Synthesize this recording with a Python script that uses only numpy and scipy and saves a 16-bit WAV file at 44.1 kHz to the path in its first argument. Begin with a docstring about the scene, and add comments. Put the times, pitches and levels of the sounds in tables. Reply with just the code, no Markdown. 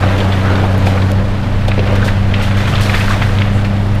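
"""Excavator tearing down a building

A six-cylinder diesel drones while a hose sprays the dust and wind bumps the microphone. Timbers tumble inside
the shell; the sound steps abruptly with a sharp click, then a brick wall cracks and crashes. The debris is a
swarm of small ringing impacts, with thuds and sharp snaps on top. Grit trickles after the falls, and nearby
houses throw the collapse back."""
import sys
import numpy as np
from scipy import signal
from scipy.fft import rfft, irfft
from scipy.io import wavfile
from scipy.ndimage import uniform_filter1d

SR = 44100
rng = np.random.default_rng(int(sys.argv[2]) if len(sys.argv) > 2 else 0)


def master(y):
    """Save y as 16-bit WAV."""
    cut = np.clip(np.atleast_2d(y).T, -1, 1)
    pcm = np.round(cut * 32767)  # scale
    wavfile.write(sys.argv[1], SR, pcm.astype(np.int16))


N = 176400
T, HZ = np.arange(N) / SR, np.fft.rfftfreq(N, 1 / SR)
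SHIFT_S = 1.118  # the hiss steps down and the exhaust changes colour

# wind gusts (time [s], level [dB])
GUST_LEVEL = [(0, -23.5), (2.15, -16.5), (3.35, -19.5), (3.46, -17.5), (3.7, -22)]
# wind rumble (frequency [Hz], relative level [dB])
WIND_EQ = [(5, -2), (26, 5.5), (50, -4.5), (110, -3.5), (1000, -85)]
# water spray (frequency [Hz], relative level [dB])
SPRAY_EQ = [(500, -27), (3000, 0), (15000, -21)]
# engine speed (time [s], firing rate [Hz])
FIRING_RATE = [(0, 95.4), (1.0, 95.6), (1.33, 99), (1.55, 98.0), (4, 100)]
# exhaust fundamental (time [s], level [dB])
EXHAUST_LEVEL = [(0, -14), (1.2, -12), (1.41, -20), (1.75, -14.5)]
# exhaust partials (pitch [x firing rate], base level before the shift [dB], base level after [dB])
EXHAUST_PARTIALS = [(1 / 3, -33, -24), (2, -22.5, -22.5), (3, -30, -35.5), (6, -36.5, -39.5)]
# casing and fan noise (frequency [Hz], relative level [dB])
CASING_EQ = [(20, -25), (60, 3.5), (240, 0), (360, -10), (580, -6.5), (1000, -12), (2000, -17.5),
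             (4500, -28.5), (6500, -39.5), (15000, -54)]
# bright chips landing (time [s], level [dB])
CHIP_HITS = [(.778, -37), (2.812, -29.5), (3.95, -41)]
# spills of grit (time [s], level [dB], length [s])
GRIT_SPILLS = [(0.178, -39, 0.021), (0.859, -34.5, 0.035), (1.68, -30, 0.0081), (1.954, -31.5, 0.0091),
               (2.045, -30.5, 0.03), (2.416, -35.5, 0.039), (2.565, -38, 0.062), (2.67, -37, 0.059),
               (2.806, -30.5, 0.076), (2.935, -32.5, 0.12), (3.09, -37.5, 0.05), (3.21, -41.5, 0.12),
               (3.648, -40, 0.013)]
# grit sizzle (frequency [Hz], relative level [dB])
GRIT_EQ = [(800, -23), (3500, 16.5), (15000, -3)]
# tumbling timber (time [s], level [dB])
TIMBER_LEVEL = [(0, -22), (.6, -22), (1.0, -24.5), (1.75, -40.5), (1.89, -21), (2.1, -33), (2.9, -27),
                (4, -33.5)]
# woody clatter (frequency [Hz], relative level [dB])
TIMBER_EQ = [(60, -16), (220, -3.5), (500, 2), (1800, -13.5), (15000, -50.5)]
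# sliding brick rubble (time [s], level [dB])
RUBBLE_LEVEL = [(0, -25.5), (.75, -34.5), (.9, -27.5), (1.25, -38), (2.07, -27.5), (2.29, -35.5),
                (2.44, -23), (2.54, -28), (2.84, -22.5), (3.4, -30), (4, -39)]
# brick clatter (frequency [Hz], relative level [dB])
RUBBLE_EQ = [(150, -24), (500, -7), (1500, 1), (3400, -7), (15000, -53.5)]
# beams landing, plus one low bump of wind on the microphone at 2.7 s
# (time [s], relative level [dB], ring pitch [Hz])
THUD_HITS = [(.036, -14.5, 630), (.638, -15, 720), (.868, -14, 724), (1.681, -14, 546), (1.778, -13.5, 420),
             (1.793, -13, 500), (2.06, -14.5, 463), (2.695, -9, 125)]
# body of a thud (frequency [x ring pitch], relative level [dB])
THUD_EQ = [(.2, -7.5), (.62, -4), (1.15, 5), (1.6, -15), (25, -36)]
# wood and brick snapping (time [s], relative level [dB], ring pitch [Hz], splinter length [s])
CRACK_HITS = [(.022, -18.5, 1400, .024), (.185, -23, 2900, .005), (.201, -19.5, 3400, .006),
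              (.319, -22, 3100, .012), (.435, -23, 1350, .14), (.554, -24.5, 4200, .006),
              (.866, -19, 2100, .01), (.976, -17, 1150, .005), (1.019, -22.5, 3700, .005),
              (1.681, -20, 2900, .006), (1.715, -16, 1950, .005), (1.792, -19, 2600, .005),
              (1.872, -23, 2500, .009), (2.022, -20.5, 1300, .015), (2.081, -17, 1700, .009),
              (2.338, -14, 2600, .006), (2.753, -17.5, 3900, .007), (2.895, -12.5, 1950, .005),
              (2.941, -14, 1900, .017), (3.003, -18.5, 2300, .018), (3.082, -14.5, 1500, .003),
              (3.104, -16.5, 1350, .016), (3.216, -15.5, 1750, .014), (3.385, -19, 3000, .004),
              (3.418, -13, 2600, .004), (3.647, -20.5, 2200, .008)]
# bite of a crack (frequency [x ring pitch], relative level [dB])
CRACK_EQ = [(.1, -16), (.55, -6), (.85, 0), (1.13, 1), (1.45, -7.5), (8, -35)]


def amp(db):
    """Decibels to gain."""
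    return 10 ** (np.asarray(db) / 20)


def unit(x):
    """Scales to rms 1."""
    return x / np.sqrt(np.mean(x ** 2) + 1e-20)


def curve(points):
    """An automation curve through (time, value) points."""
    return np.interp(T, *np.transpose(points))


def colour(x, points, base_hz=1):
    """Minimum-phase EQ through (frequency, level) points; the result has rms 1."""
    freqs, db = np.transpose(points)
    bin_hz = abs(np.fft.fftfreq(len(x), 1 / SR))
    log_gain = np.log(amp(np.interp(np.log(bin_hz + 1), np.log(freqs * base_hz), db)))
    response = np.exp(np.conj(signal.hilbert(log_gain)))[:len(x) // 2 + 1]
    return unit(irfft(rfft(x) * response, len(x)))


def band(x, hz, q=2):
    """A broad resonance; the result has rms 1."""
    return unit(signal.lfilter(*signal.iirpeak(hz, q, fs=SR), x))


def wander(rate_hz):
    """Smooth random modulation of rms 1."""
    return unit(irfft(rfft(rng.standard_normal(N)) / (1 + (HZ / rate_hz) ** 4), N))


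def add(mix, start_s, sound):
    """Drops a sound into the mix."""
    part = mix[max(round(start_s * SR), 0):][:len(sound)]
    part += sound[:len(part)]


def shift(before_db, after_db):
    """Gain that steps at SHIFT_S."""
    return amp(np.where(T < SHIFT_S, before_db, after_db))


def wind():
    """Gusts buffet the microphone with a low rumble."""
    return amp(curve(GUST_LEVEL)) * colour(rng.standard_normal(N), WIND_EQ)


def hose():
    """The water jet lays down a fluttering bed of hiss."""
    return amp(-45.5 + wander(25)) * shift(5.5, 0) * colour(rng.standard_normal(N), SPRAY_EQ)


def engine(flutter=0.061, throb=0.12, partial_follow=0.62, fan_hz=125.6):
    """Exhaust tones on the firing rate, a fan hum, and casing noise that throbs with the crankshaft."""
    phase = 2 * np.pi * np.cumsum(curve(FIRING_RATE) * (1 + 0.0053 * wander(14.6))) / SR
    level_db = curve(EXHAUST_LEVEL)
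    drone = amp(level_db) * (1 + flutter * wander(10)) * np.cos(phase)
    partials = sum(shift(before_db, after_db) * (1 + flutter * wander(8.1)) * np.cos(ratio * phase)
                   for ratio, before_db, after_db in EXHAUST_PARTIALS)
    partials *= amp(partial_follow * (level_db - level_db.mean()))
    fan_level = amp(-25) * (1 + 0.28 * wander(3.4))
    fan = fan_level * np.cos(2 * np.pi * np.cumsum(fan_hz * (1 + 0.0066 * wander(4.8))) / SR)
    crank = 1 + throb * np.cos(phase / 3)  # three firings per turn
    casing = amp(-22) * colour(rng.standard_normal(N) * crank, CASING_EQ)
    return np.sqrt(2) * (drone + partials + fan) + casing


def yard(x, t60_s=0.56, wet_db=-7.5, treble_hz=4450, echoes_per_s=1500, predelay_s=0.008):
    """Adds scattered, darkened echoes from the walls around the site."""
    t = T[:SR // 2]
    taps = rng.standard_normal(len(t)) * (rng.random(len(t)) < echoes_per_s / SR)
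    taps *= amp(-60 * t / t60_s) * (t > predelay_s)
    tail = signal.lfilter(*signal.butter(1, treble_hz, fs=SR), taps / np.linalg.norm(taps))
    return x + amp(wet_db) * signal.fftconvolve(x, tail)[:N]


def click(decay_s=0.00006):
    """One sharp click sounds as the hiss and engine tone step abruptly."""
    out = np.zeros(N)
    add(out, SHIFT_S, amp(-4.5) * np.exp(-T[:256] / decay_s))
    return out


def high_hiss(peak_s=3.572, half_length_s=0.05, hz=7900):
    """A narrow hiss swells and fades once as the rubble settles."""
    swell = np.exp(-((T - peak_s) / half_length_s) ** 4)
    return amp(-47) * swell * band(band(rng.standard_normal(N), hz), hz)


def chips(hz=11300, decay_s=0.0055):
    """Single hard splinters land with a thin, bright tick."""
    out, t = np.zeros(N), T[:1024]
    for start_s, db in CHIP_HITS:
        add(out, start_s, amp(db) * np.exp(-t / decay_s) * band(rng.standard_normal(len(t)), hz))
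    return out


def grit(attack_share=0.042, under_rubble_db=-17, grains_per_s=11000, spread_db=3.5):
    """Uneven ticks of mortar and glass pour with the rubble and shower down in spills."""
    level = amp(curve(RUBBLE_LEVEL) + under_rubble_db)
    for start_s, db, length_s in GRIT_SPILLS:
        age = T[:SR] / length_s
        add(level, start_s, amp(db) * (1 - np.exp(-age / attack_share)) * np.exp(-age ** 2 / 2))
    grains = (rng.random(N) < grains_per_s / SR) * rng.choice([-1, 1], N)
    sizes = amp(spread_db * np.minimum(rng.exponential(1, N), 5))
    return level * colour(grains * sizes, GRIT_EQ)


def fragments(hits_per_s, spread_db, decay_cycles, low_hz, high_hz, pieces=36):
    """Random impacts of uneven size on many pieces, each ringing briefly in three modes."""
    out, t = np.zeros(N), T[:2048]
    for hz in np.geomspace(low_hz, high_hz, pieces):
        strikes = rng.random(N) < hits_per_s / pieces / SR
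        sizes = amp(spread_db * np.minimum(rng.exponential(1, N), 3.5))
        hits = strikes * sizes * rng.choice([-1, 1], N)
        mode_hz = hz * np.array([1, rng.uniform(1.31, 2.006), rng.uniform(2.04, 3.4)])[:, None]
        envelopes = np.sqrt(mode_hz / hz) * np.exp(-t * mode_hz / decay_cycles)
        ring = (envelopes * np.sin(2 * np.pi * mode_hz * t)).sum(0)
        out += np.sqrt(hz) * unit(signal.oaconvolve(hits, ring)[:N])
    spectrum = rfft(out)
    contour = np.sqrt(uniform_filter1d(abs(spectrum) ** 2, size=801) + 1e-6)
    return unit(irfft(spectrum / contour, N))  # flattened, ready for EQ


def debris(timber_clump_db=1.5, rubble_clump_db=2.0):
    """Boards and bricks tumble in clumps."""
    boards = fragments(hits_per_s=1200, spread_db=1.9, decay_cycles=10.6, low_hz=258.3, high_hz=3047)
    bricks = fragments(hits_per_s=900, spread_db=1.5, decay_cycles=7.8, low_hz=704.3, high_hz=4470)
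    timber = amp(curve(TIMBER_LEVEL) + timber_clump_db * wander(31)) * colour(boards, TIMBER_EQ)
    rubble = amp(curve(RUBBLE_LEVEL) + rubble_clump_db * wander(20)) * colour(bricks, RUBBLE_EQ)
    return timber + rubble


def blows(hits, eq, contacts_per_s, attack_share=0.1, top_hz=4370):
    """Each blow is a quick volley of contacts, coloured around its ring pitch and dulled on top."""
    out, t = np.zeros(N), T[:8192]
    for start_s, db, ring_hz, length_s in hits:
        contacts = rng.choice([-1, 1], len(t)) * ((rng.random(len(t)) < contacts_per_s / SR) | (t == 0))
        age = t / length_s
        volley = contacts * (1 - np.exp(-age / attack_share)) * np.exp(-age ** 0.95)
        add(out, start_s, amp(db) * np.sqrt(length_s / t[-1]) * colour(volley, eq, ring_hz))
    return signal.lfilter(*signal.butter(4, top_hz, fs=SR), out)


def thuds(length_s=0.0075):
    """Short, heavy knocks of beams, plus one low bump of wind on the microphone at 2.7 s."""
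    return blows([(*hit, length_s) for hit in THUD_HITS], THUD_EQ, contacts_per_s=2300)


def cracks():
    """Wood and brick snap in dense bursts of splintering that ring the broken piece."""
    return blows(CRACK_HITS, CRACK_EQ, contacts_per_s=4000)


def scene():
    """The collapse with its echoes, over a dry bed of machine, hose and wind."""
    impacts = thuds() + cracks() + debris() + grit() + chips()
    return (yard(impacts) + engine() + hose() + high_hiss() + wind() + click())[None]


def record(dry, fade_s=0.004, top_hz=14900):
    """Master chain: soft clip, a quick fade at each end, and a steep low-pass."""
    rounded = dry / (1 + dry ** 8) ** (1 / 8)
    fades = np.minimum(np.minimum(T, T[::-1]) / fade_s, 1)
    lowpass = signal.firwin(401, top_hz, window=("kaiser", 9), fs=SR)
    return signal.oaconvolve(rounded * fades, lowpass[None], "same")


dry = scene()
out = record(dry)
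master(out)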